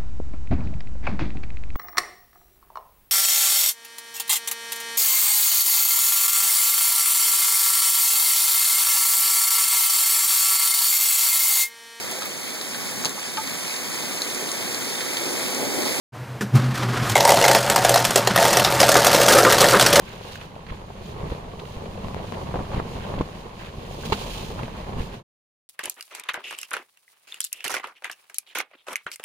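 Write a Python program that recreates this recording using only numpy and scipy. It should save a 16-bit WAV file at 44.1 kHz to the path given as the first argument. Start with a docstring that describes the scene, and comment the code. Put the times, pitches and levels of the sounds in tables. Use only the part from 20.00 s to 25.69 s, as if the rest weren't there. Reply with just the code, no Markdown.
"""Inside a nylon tent in gusty wind, heard at two microphone ports.
From the start the wind works the walls: rumble, flutter, rustle, hiss. Walls billow and flap,
cloth slides over cloth, creases buckle. At 2.1-2.3 s something clicks three times by the left port.
The hardest flaps follow at 2.5-3.2 s. At 4.1 s the right wall snaps taut amid a long slide of cloth.
All fades out by 5.23 s."""
import sys
import numpy as np
from scipy import signal
from scipy.fft import rfft, irfft, next_fast_len
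from scipy.io import wavfile
from scipy.ndimage import uniform_filter1d

SR = 44100
rng = np.random.default_rng(int(sys.argv[2]) if len(sys.argv) > 2 else 0)


def output_pcm(signal):
    """Save a mono or channel-first signal as 16-bit PCM at the path in sys.argv[1].

    Samples are clipped to [-1, 1] before scaling.
    """
    pcm = np.clip(np.atleast_2d(signal).T, -1, 1) * 32767
    wavfile.write(sys.argv[1], SR, np.round(pcm).astype(np.int16))


N = 250929
TIME_S = np.arange(N) / SR

# Wind on the tent. Each row: time in seconds, force in dB.
WIND_FORCE = [(0.0, -45.5), (0.4, -47), (0.54, -48.5), (0.95, -45.5), (1.11, -42.5), (1.25, -40),
              (1.41, -43.5), (1.56, -44.5), (2.0, -41), (2.48, -38.5), (2.9, -38.5), (3.09, -39),
              (3.27, -43), (3.82, -45), (4.09, -38.5), (4.9, -41.5), (5.0, -42)]
# A wall fills, then goes slack. Each row: fullest moment in seconds, fill time in seconds,
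# extra sway in dB, extra rustle in dB.
BILLOWS = [(0.724, 0.048, 8.5, 5), (1.26, 0.021, 1.5, -5), (1.325, 0.052, 6.5, 5.5),
           (2.049, 0.0092, 8, 5.5), (2.18, 0.026, 6.5, 1), (2.555, 0.05, 3.5, 2), (2.605, 0.025, 6, -3),
           (2.785, 0.032, 7, 3), (3.21, 0.075, 9, 4.5), (4.63, 0.055, 3.5, 7), (5.01, 0.079, 7, 6)]
# Cloth slides over cloth. Each row: fastest moment in seconds, rise in seconds, fall in seconds,
# rasp in dB, rustle in dB.
SLIDES = [(0.13, 0.12, 0.074, -48, -49), (0.315, 0.15, 0.088, -44.5, -47.5),
          (0.43, 0.045, 0.044, -50.5, -48.5), (0.7, .022, 0.015, -68, -45.5),
          (1.08, 0.07, 0.096, -52.5, -60), (1.3, 0.061, 0.085, -55, -50), (1.72, 0.19, 0.1, -52.5, -70),
          (2.27, 0.093, 0.083, -53, -50.5), (2.345, 0.015, .016, -64, -43), (2.48, 0.011, .016, -72, -45),
          (2.76, 0.045, 0.054, -57, -43.5), (3.03, 0.1, 0.24, -53, -47), (3.41, 0.15, 0.04, -54.5, -57),
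          (3.655, 0.094, 0.049, -51.5, -42.5), (4.058, .008, 0.013, -36, -42),
          (4.31, 0.36, 0.16, -38.5, -51), (4.47, 0.067, 0.13, -45, -62), (4.77, 0.086, 0.15, -54, -46.5),
          (5.005, 0.036, 0.089, -46, -55), (5.14, 0.022, 0.051, -51.5, -50)]
# Clicks by the left port. Each row: time in seconds, relative pressure.
CLICKS = [(2.0845, -0.2), (2.1457, -0.28), (2.3234, -0.28)]
# Creases buckle. Each row: start in seconds, level in dB, tick pitch in Hz, left minus right in dB,
# crumple length in ms.
CRACKLES = [(0.356, -22.5, 1750, -7, 7.7), (0.412, -27.5, 2850, -8, 6.6), (0.5545, -37, 2600, -7, 11),
            (0.666, -31, 1780, -9, 6.3), (0.687, -41, 2390, -6, 12), (0.6998, -30.5, 2070, -11, 6),
            (0.722, -40, 1800, -4, 14), (0.888, -36.5, 1590, 1, 10), (1.594, -28.5, 2720, -3, 8),
            (1.5978, -27, 3530, -5, 6), (1.653, -33, 2270, -11, 6.5), (1.857, -32.5, 3000, -5, 5.4),
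            (2.245, -35, 1400, 0, 20), (2.341, -29, 1890, 1, 16), (2.47, -34, 2780, -7, 16),
            (2.514, -32, 1690, -3, 12), (2.542, -34, 1500, -9, 10), (2.557, -27.5, 1700, 1, 5.7),
            (2.591, -31, 1400, -3, 12), (2.65, -31, 1500, -3, 11), (2.7155, -33, 1600, -3, 9),
            (2.731, -32, 1600, -4, 7.5), (2.744, -27, 1500, -4, 18), (2.786, -29, 1840, -3, 10),
            (2.7951, -27, 1600, -7, 8), (3.1891, -28, 2880, -14, 5), (3.2107, -27, 2000, -10, 2.4),
            (3.2175, -29, 2300, -8, 7.7), (4.035, -27, 1500, 2, 27), (4.591, -26, 1650, -3, 7),
            (4.632, -23.5, 2480, -3, 3.4), (4.656, -31, 2500, -3, 5), (4.68, -34, 1210, -2, 5)]
# Walls flap. Each row: time in seconds, relative pressure (+ inward), push length in ms,
# share that rebounds, shudder level in dB, shudder pitch in Hz.
FLAPS = [(0.211, -0.042, .6, .6, -39.5, 520), (0.249, -0.018, 1, 0.63, -41, 420),
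         (0.564, 0.046, 0.74, 0.45, -42, 750), (0.7168, -.06, 3.4, .4, -48, 250),
         (0.722, -0.027, 0.6, .6, -35.5, 950), (0.903, -.04, .7, 0.69, -41, 750),
         (1.236, -.087, 3.9, 0.32, -45, 220), (1.2567, 0.0089, 2.8, .5, -39, 300),
         (1.318, 0.054, 3, 0.55, -41, 200), (1.3226, -.18, 1.3, 0.2, -34, 650),
         (1.534, 0.018, .7, 0.53, -38.5, 700), (1.631, -0.0012, 0.61, .6, -38.5, 482),
         (1.7723, 0.055, 5.4, .2, -40, 400), (1.837, -0.01, 1.1, 0.46, -37, 420),
         (1.976, 0.017, 0.98, .6, -38, 520), (2.033, 0.017, 2.3, .5, -41, 600),
         (2.045, 0.0064, 0.79, .6, -34, 850), (2.166, 0.084, 1.4, 0.45, -33, 418),
         (2.207, -.04, .8, .5, -40, 600), (2.542, .14, .7, .7, -30, 850),
         (2.5573, -0.17, 0.81, .65, -29, 600), (2.592, 0.11, 0.55, .3, -35.5, 650),
         (2.606, -0.089, 1.7, .3, -35.5, 500), (2.716, -0.018, 0.54, .7, -36.5, 600),
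         (2.746, .12, 3.3, .35, -40, 900), (2.7596, -0.052, 1, 0.38, -37, 500.4),
         (2.7807, -.21, 4, 0.34, -41, 300), (2.8001, 0.23, .6, .85, -32, 1040),
         (2.966, 0.037, 1, 0.48, -40, 700), (3.05, 0.05, .55, .6, -35.5, 750),
         (3.12, 0.047, 1.5, .6, -36.5, 550), (3.14, 0.098, .56, .5, -39, 800),
         (3.1804, .12, 0.9, .1, -38, 600), (3.21, 0.48, 1.1, .18, -27.5, 1050),
         (3.785, .064, 3, .3, -48.5, 400), (3.911, -.045, 0.75, .8, -41.5, 550),
         (3.988, 0.055, 1.2, .6, -40.5, 503), (4.1, 0.031, 1.5, .5, -38, 520),
         (4.216, 0.063, 1.1, .6, -32.5, 580), (4.263, -0.0091, 0.55, .5, -38, 840),
         (4.559, -0.016, 0.91, 0.496, -40.5, 520), (4.594, -0.058, 1.5, .3, -34, 900),
         (4.633, -.13, 1.4, .1, -38, 500), (4.681, -0.058, 0.42, .5, -38, 500),
         (4.893, 0.035, 2, 0.56, -35.5, 570), (4.968, 0.071, 4, 0.17, -39, 400),
         (5.007, -.14, 4.7, .2, -38, 400)]
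# Modes of a taut wall. Each row: frequency in Hz, level in dB, T60 in seconds.
WALL_MODES = [(99.9, -1, 0.028), (197, -6, 0.048), (421, 0, 0.033), (895, 0, 0.035), (1069, -0.5, 0.031),
              (1280, -10.5, .022)]
# Spectra of the cloth sounds. Each row: frequency in Hz, relative level in dB.
RUMBLE_SPECTRUM = [(12, -5.5), (22, -9), (36, 3), (54, -3), (90, -1.5), (125, -2), (160, -1.5), (205, -3),
                   (270, -14), (400, -40), (700, -59)]
FLUTTER_SPECTRUM = [(120, -27.5), (220, -6), (300, -5), (400, -0.5), (500, 0), (610, -4), (750, -4),
                    (880, -3), (1100, -3.5), (1350, -16), (2200, -21.5), (5000, -54.5), (15000, -73.5)]
RUSTLE_SPECTRUM = [(600, -21), (1300, 2.5), (1600, 3.5), (2000, 0), (2700, 1.5), (3400, -3), (4200, -7),
                   (5500, -25), (9000, -28), (15000, -36.5)]
HISS_SPECTRUM = [(900, -12), (1900, 1), (2550, 3.5), (3100, 7.5), (3500, 4), (4200, 4.5), (5800, -3),
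                 (6800, 0), (7700, -8.5), (9000, -6), (11000, -8), (13500, -15.5), (15300, -8.5)]
RASP_SPECTRUM = [(900, -17), (1900, -4), (2550, 7), (3100, 8.5), (3500, 7), (4200, 6), (5800, -2),
                 (6800, 1), (7700, -7.5), (9000, -5), (11000, -7), (13500, -13), (15300, -5)]
CRACK_SPECTRUM = [(300, -23), (700, -11.5), (1300, 3), (1700, -2), (2500, -2), (4300, -4.5), (5500, -16.5),
                  (7000, -14.5), (8000, -24), (15000, -31)]
# The ports hear the tent differently. Each row: frequency in Hz, left minus right in dB.
PORT_BALANCE = [(200, -0.5), (290, 1.5), (380, -8.5), (450, -6.5), (560, 9.5), (700, 6.5), (850, -0.5),
                (1080, -3.5), (1400, 1.5), (2000, -3), (6000, -5), (7500, 0), (11000, 3), (15000, -2.5)]

PORT_LAG_S = 0.00049  # travel time from port to port
LEFT_RIGHT = np.array([[.5], [-.5]])  # splits a difference between the ports
FADE_S, SILENT_S = 5.14, 5.23


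def undb(db):
    """Decibels to gain."""
    return 10 ** (np.asarray(db) / 20)


def unit(x):
    """Scale to rms 1."""
    return x / np.sqrt(np.mean(x ** 2))


def onset_unit(x):
    """Scale to rms 1 over the first 10 ms."""
    return x / np.sqrt(np.mean(x[:, :SR // 100] ** 2))


def spectrum_db(points, size):
    """Interpolate (Hz, dB) rows onto FFT bins, in log frequency."""
    hz, db = np.transpose(points)
    return np.interp(np.log(np.fft.rfftfreq(size, 1 / SR) + 1), np.log(hz), db)


def colour(x, points, size=16384):
    """Minimum-phase filter with the given spectrum."""
    cepstrum = irfft(np.log(undb(spectrum_db(points, size))))
    cepstrum[1:size // 2] *= 2
    cepstrum[size // 2 + 1:] = 0
    impulse = irfft(np.exp(rfft(cepstrum)))[None, :size // 2]
    return signal.fftconvolve(x, impulse, axes=1)[:, :x.shape[1]]


def add(out, at_s, sound):
    """Mix in a two-channel sound."""
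    i = max(int(at_s * SR), 0)
    out[:, i:i + sound.shape[1]] += sound[:, :N - i]


def wander(rate_hz):
    """Smoothed random steps, rms 1."""
    hold = max(int(SR / rate_hz), 2)
    steps = rng.standard_normal(N)[np.arange(N) // hold]
    return unit(uniform_filter1d(uniform_filter1d(steps, hold), hold))


def swell(peak_s, rise_s, fall_s):
    """Smooth hump of height 1."""
    return np.exp(-((TIME_S - peak_s) / np.where(TIME_S < peak_s, rise_s, fall_s)) ** 2)


def by_chance(per_s, count=80):
    """Random times in seconds, each with two draws from -1 to 1."""
    gap, a, b = rng.random((count, 3)).T
    at_s = np.cumsum(-np.log(1 - gap)) / per_s
    return np.transpose([at_s, 2 * a - 1, 2 * b - 1])[at_s < SILENT_S]


def diffuse(size):
    """Noise from all around: alike at both ports in the bass, unrelated in the treble."""
    mid, side = rfft(rng.standard_normal((2, size)))
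    coherence = .98 * np.sinc(2 * PORT_LAG_S * np.fft.rfftfreq(size, 1 / SR))
    mid *= np.sqrt((1 + coherence) / 2)
    side *= np.sqrt((1 - coherence) / 2)
    return irfft([mid + side, mid - side], size)


def burst(t60_s, size=6000):
    """Diffuse noise that starts at once and dies away."""
    return diffuse(size) * undb(-60 * np.arange(size) / SR / t60_s)


def grains(per_s, spread_db, count=40000):
    """Tiny uneven pushes at random times, each from its own direction."""
    gap, size, sign, bearing = rng.random((count, 4)).T
    at_s = np.cumsum(-np.log(1 - gap)) / per_s
    pressure = undb(spread_db * np.minimum(-np.log(1 - size), 4)) * np.sign(sign - .5)
    lag_s = PORT_LAG_S * (bearing - .5)
    arrivals = [np.abs((at_s + way * lag_s) * SR).astype(int) for way in (1, -1)]
    return unit(np.array([np.bincount(samples, pressure, N)[:N] for samples in arrivals]))


def crumple(per_s, spread_db, t60_s, scatter_db):
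    """Grains, each trailed by short scatter from the near walls."""
    ticks = grains(per_s, spread_db)
    pole = undb(-120 / t60_s / SR)
    energy = signal.lfilter([1 - pole], [1, -pole], np.mean(ticks ** 2, axis=0))
    return ticks + undb(scatter_db) * np.sqrt(energy) * diffuse(N)


def wind_db(at_s, usual_db=-43):
    """Wind force above the usual."""
    return np.interp(at_s, *np.transpose(WIND_FORCE)) - usual_db


def rumble(sway_db):
    """Swaying walls press on the enclosed air, nearly alike at both ports."""
    air = unit(colour(diffuse(N), RUMBLE_SPECTRUM))
    # even out the noise so that the gust sets each heave
    strength = uniform_filter1d(np.mean(air ** 2, axis=0), int(.07 * SR)) ** 0.35
    return air / strength * undb(sway_db + 0.99 * wander(16))


def flutter(level_db, split_hz=680):
    """Ripples run along loose cloth and end in dull pats, now lower, now higher."""
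    pats = crumple(per_s=1000, spread_db=2.3, t60_s=.03, scatter_db=-2)
    pats = unit(colour(pats, FLUTTER_SPECTRUM))
    low = signal.sosfiltfilt(signal.butter(2, split_hz, fs=SR, output="sos"), pats)
    tilt_db = wander(20)
    tilted = low * undb(tilt_db) + (pats - low) * undb(-tilt_db)
    return tilted * undb(level_db + 1.2 * wander(24))


def rustle(level_db):
    """Countless creases fold and unfold."""
    ticks = crumple(per_s=1200, spread_db=3, t60_s=.035, scatter_db=1)
    return unit(colour(ticks, RUSTLE_SPECTRUM)) * undb(level_db + 1.2 * wander(28))


def hiss(level_db):
    """Air sweeps over the nylon."""
    return unit(colour(diffuse(N), HISS_SPECTRUM)) * undb(level_db + 1.1 * wander(22))


def rasp():
    """Threads of sliding cloth catch and slip."""
    slips = crumple(per_s=2000, spread_db=2.4, t60_s=.025, scatter_db=1)
    return unit(colour(slips, RASP_SPECTRUM)) * undb(1.1 * wander(30))


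def walls(slack_s=.022):
    """Wind and billows drive the steady layers; sliding cloth adds rustle and rasp."""
    force_db = wind_db(TIME_S)
    billow_db, creasing_db = sum(np.outer(extra_db, swell(at_s, fill_s, slack_s))
                                 for at_s, fill_s, *extra_db in BILLOWS)
    slide_power = sum(np.outer(undb(levels_db), swell(at_s, rise_s, fall_s)) ** 2
                      for at_s, rise_s, fall_s, *levels_db in SLIDES)
    rasp_gain, rub_gain = np.sqrt(slide_power)
    crease_gain = undb(-52.5 + 0.51 * force_db + creasing_db)
    return (rumble(-38.5 + force_db + billow_db)
            + flutter(-41 + 0.88 * force_db + 0.4 * billow_db)
            + rustle(20 * np.log10(np.hypot(crease_gain, rub_gain)))
            + hiss(-53.5 + 0.8 * force_db)
            + rasp_gain * rasp())


def clicks(width_ms=0.14, rebound=0.37, right_db=-28):
    """Something tiny strikes by the left port: a pressure spike and its slower rebound."""
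    out = np.zeros((2, N))
    t_s = np.arange(-100, 200) / SR
    widths = t_s / (width_ms / 1000)
    spike = np.exp(-np.abs(widths)) - rebound * np.exp(-((widths - 4) / 2) ** 2)
    for at_s, pressure in CLICKS:
        add(out, at_s + t_s[0], pressure * spike * undb([[0], [right_db]]))
    return out


def tick(hz, decay_cycles=1.74):
    """One crease gives way: a cycle or two at its pitch."""
    cycles = hz * np.arange(6000) / SR
    attack = 1 - np.exp(-(cycles / .8) ** 2)
    return 1.15 * np.sin(2 * np.pi * cycles) * np.exp(-cycles / decay_cycles) * attack


def crackles(neighbours=4, spread_octaves=0.57, crinkle_db=-8):
    """A buckling crease ticks, sets off its neighbours and leaves a haze of crinkles."""
    out = np.zeros((2, N))
    small = [(at_s, -41 + 0.51 * wind_db(at_s), 2198 * 2 ** (pitch / 2), 6 * side - 5, 10)
             for at_s, pitch, side in by_chance(per_s=6)]
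    for at_s, db, hz, pan_db, length_ms in CRACKLES + small:
        gain = undb(db + pan_db * LEFT_RIGHT)
        crinkle = colour(burst(t60_s=.06), CRACK_SPECTRUM)
        add(out, at_s, gain * (tick(hz) + undb(crinkle_db) * crinkle / np.abs(crinkle).max()))
        for late, pitch in rng.random((neighbours, 2)):
            neighbour = tick(hz * 2 ** (spread_octaves * (2 * pitch - 1)))
            add(out, at_s + late * length_ms / 1000, gain * undb(-4 - 5 * late) * neighbour)
    return out


def push(peak_s, length_ms, rebound, lag_s):
    """Pressure builds as cloth speeds up, collapses as it stops. Returns start in seconds and sound."""
    t_s = np.arange(-600, 600) / SR
    lengths = (t_s - lag_s * LEFT_RIGHT) / (length_ms / 1000)
    cusp = np.exp(-np.abs(lengths / np.where(lengths < 0, .8, .36)) ** 1.7)
    recoil = rebound * np.exp(-(lengths - .72) ** 2 / .13)
    return peak_s + t_s[0], cusp - recoil


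def flaps(db_per_octave=-10, crack_db=-22.5):
    """A flap pushes the air; the stopped wall shudders around its own pitch and the cloth cracks."""
    out = np.zeros((2, N))
    small = [(at_s, np.sign(way) * 0.012 * undb(wind_db(at_s)), 1.5 * 2 ** span, .3,
              -46.5 + wind_db(at_s), 598 / 2 ** span)
             for at_s, way, span in by_chance(per_s=7)]
    for at_s, pressure, length_ms, rebound, shudder_db, pitch_hz in FLAPS + small:
        start_s, cusp = push(at_s, length_ms, rebound, lag_s=rng.uniform(-0.91, .6) * PORT_LAG_S)
        add(out, start_s, pressure * cusp)
        peaked = [(hz, db + db_per_octave * abs(np.log2(hz / pitch_hz))) for hz, db in FLUTTER_SPECTRUM]
        shudder = onset_unit(colour(burst(t60_s=.03), peaked))
        crack = onset_unit(colour(burst(t60_s=.03), CRACK_SPECTRUM))
        add(out, at_s, undb(shudder_db) * (shudder + undb(crack_db) * crack))
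    return out


def wall_ring(left_lag_s=0.000082, rise_s=0.0012):
    """A pulled wall rings in its modes, rising as the tension crosses the cloth."""
    t_s = np.maximum(np.arange(6000) / SR - np.array([[left_lag_s], [0]]), 0)
    ring = sum(undb(db - 60 * t_s / t60_s) * np.sin(2 * np.pi * hz * t_s) for hz, db, t60_s in WALL_MODES)
    return ring * (1 - np.exp(-t_s / rise_s))


def snap(at_s=4.1222, jerk_ms=0.29, second_crack_s=0.0053):
    """The right wall jerks taut: it rings briefly and the cloth cracks twice."""
    out = np.zeros((2, N))
    start_s, jerk = push(at_s + jerk_ms / 1000, jerk_ms, rebound=0.45, lag_s=0.00025)
    add(out, start_s, 0.35 * jerk)
    add(out, at_s, undb(-10) * wall_ring())
    for delay_s, db in ((0, -13.5), (second_crack_s, -12)):
        add(out, at_s + delay_s, undb(db) * colour(burst(t60_s=.07), CRACK_SPECTRUM))
    return out


def scene():
    """Walls, snap and flaps, coloured by where each port lies, plus crackles and clicks."""
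    cloth = walls() + snap() + flaps()
    size = next_fast_len(N)
    port_gain = undb(spectrum_db(PORT_BALANCE, size) * LEFT_RIGHT)
    at_ports = irfft(rfft(cloth, size) * port_gain, size)[:, :N]
    return at_ports + crackles() + clicks()


def record(dry, top_hz=15500):
    """Fade-out and steep low-pass."""
    fade = np.clip((SILENT_S - TIME_S) / (SILENT_S - FADE_S), 0, 1) ** 0.82
    return signal.sosfilt(signal.ellip(12, .2, 90, top_hz, fs=SR, output="sos"), dry * fade)


dry = scene()
out = record(dry)
output_pcm(out)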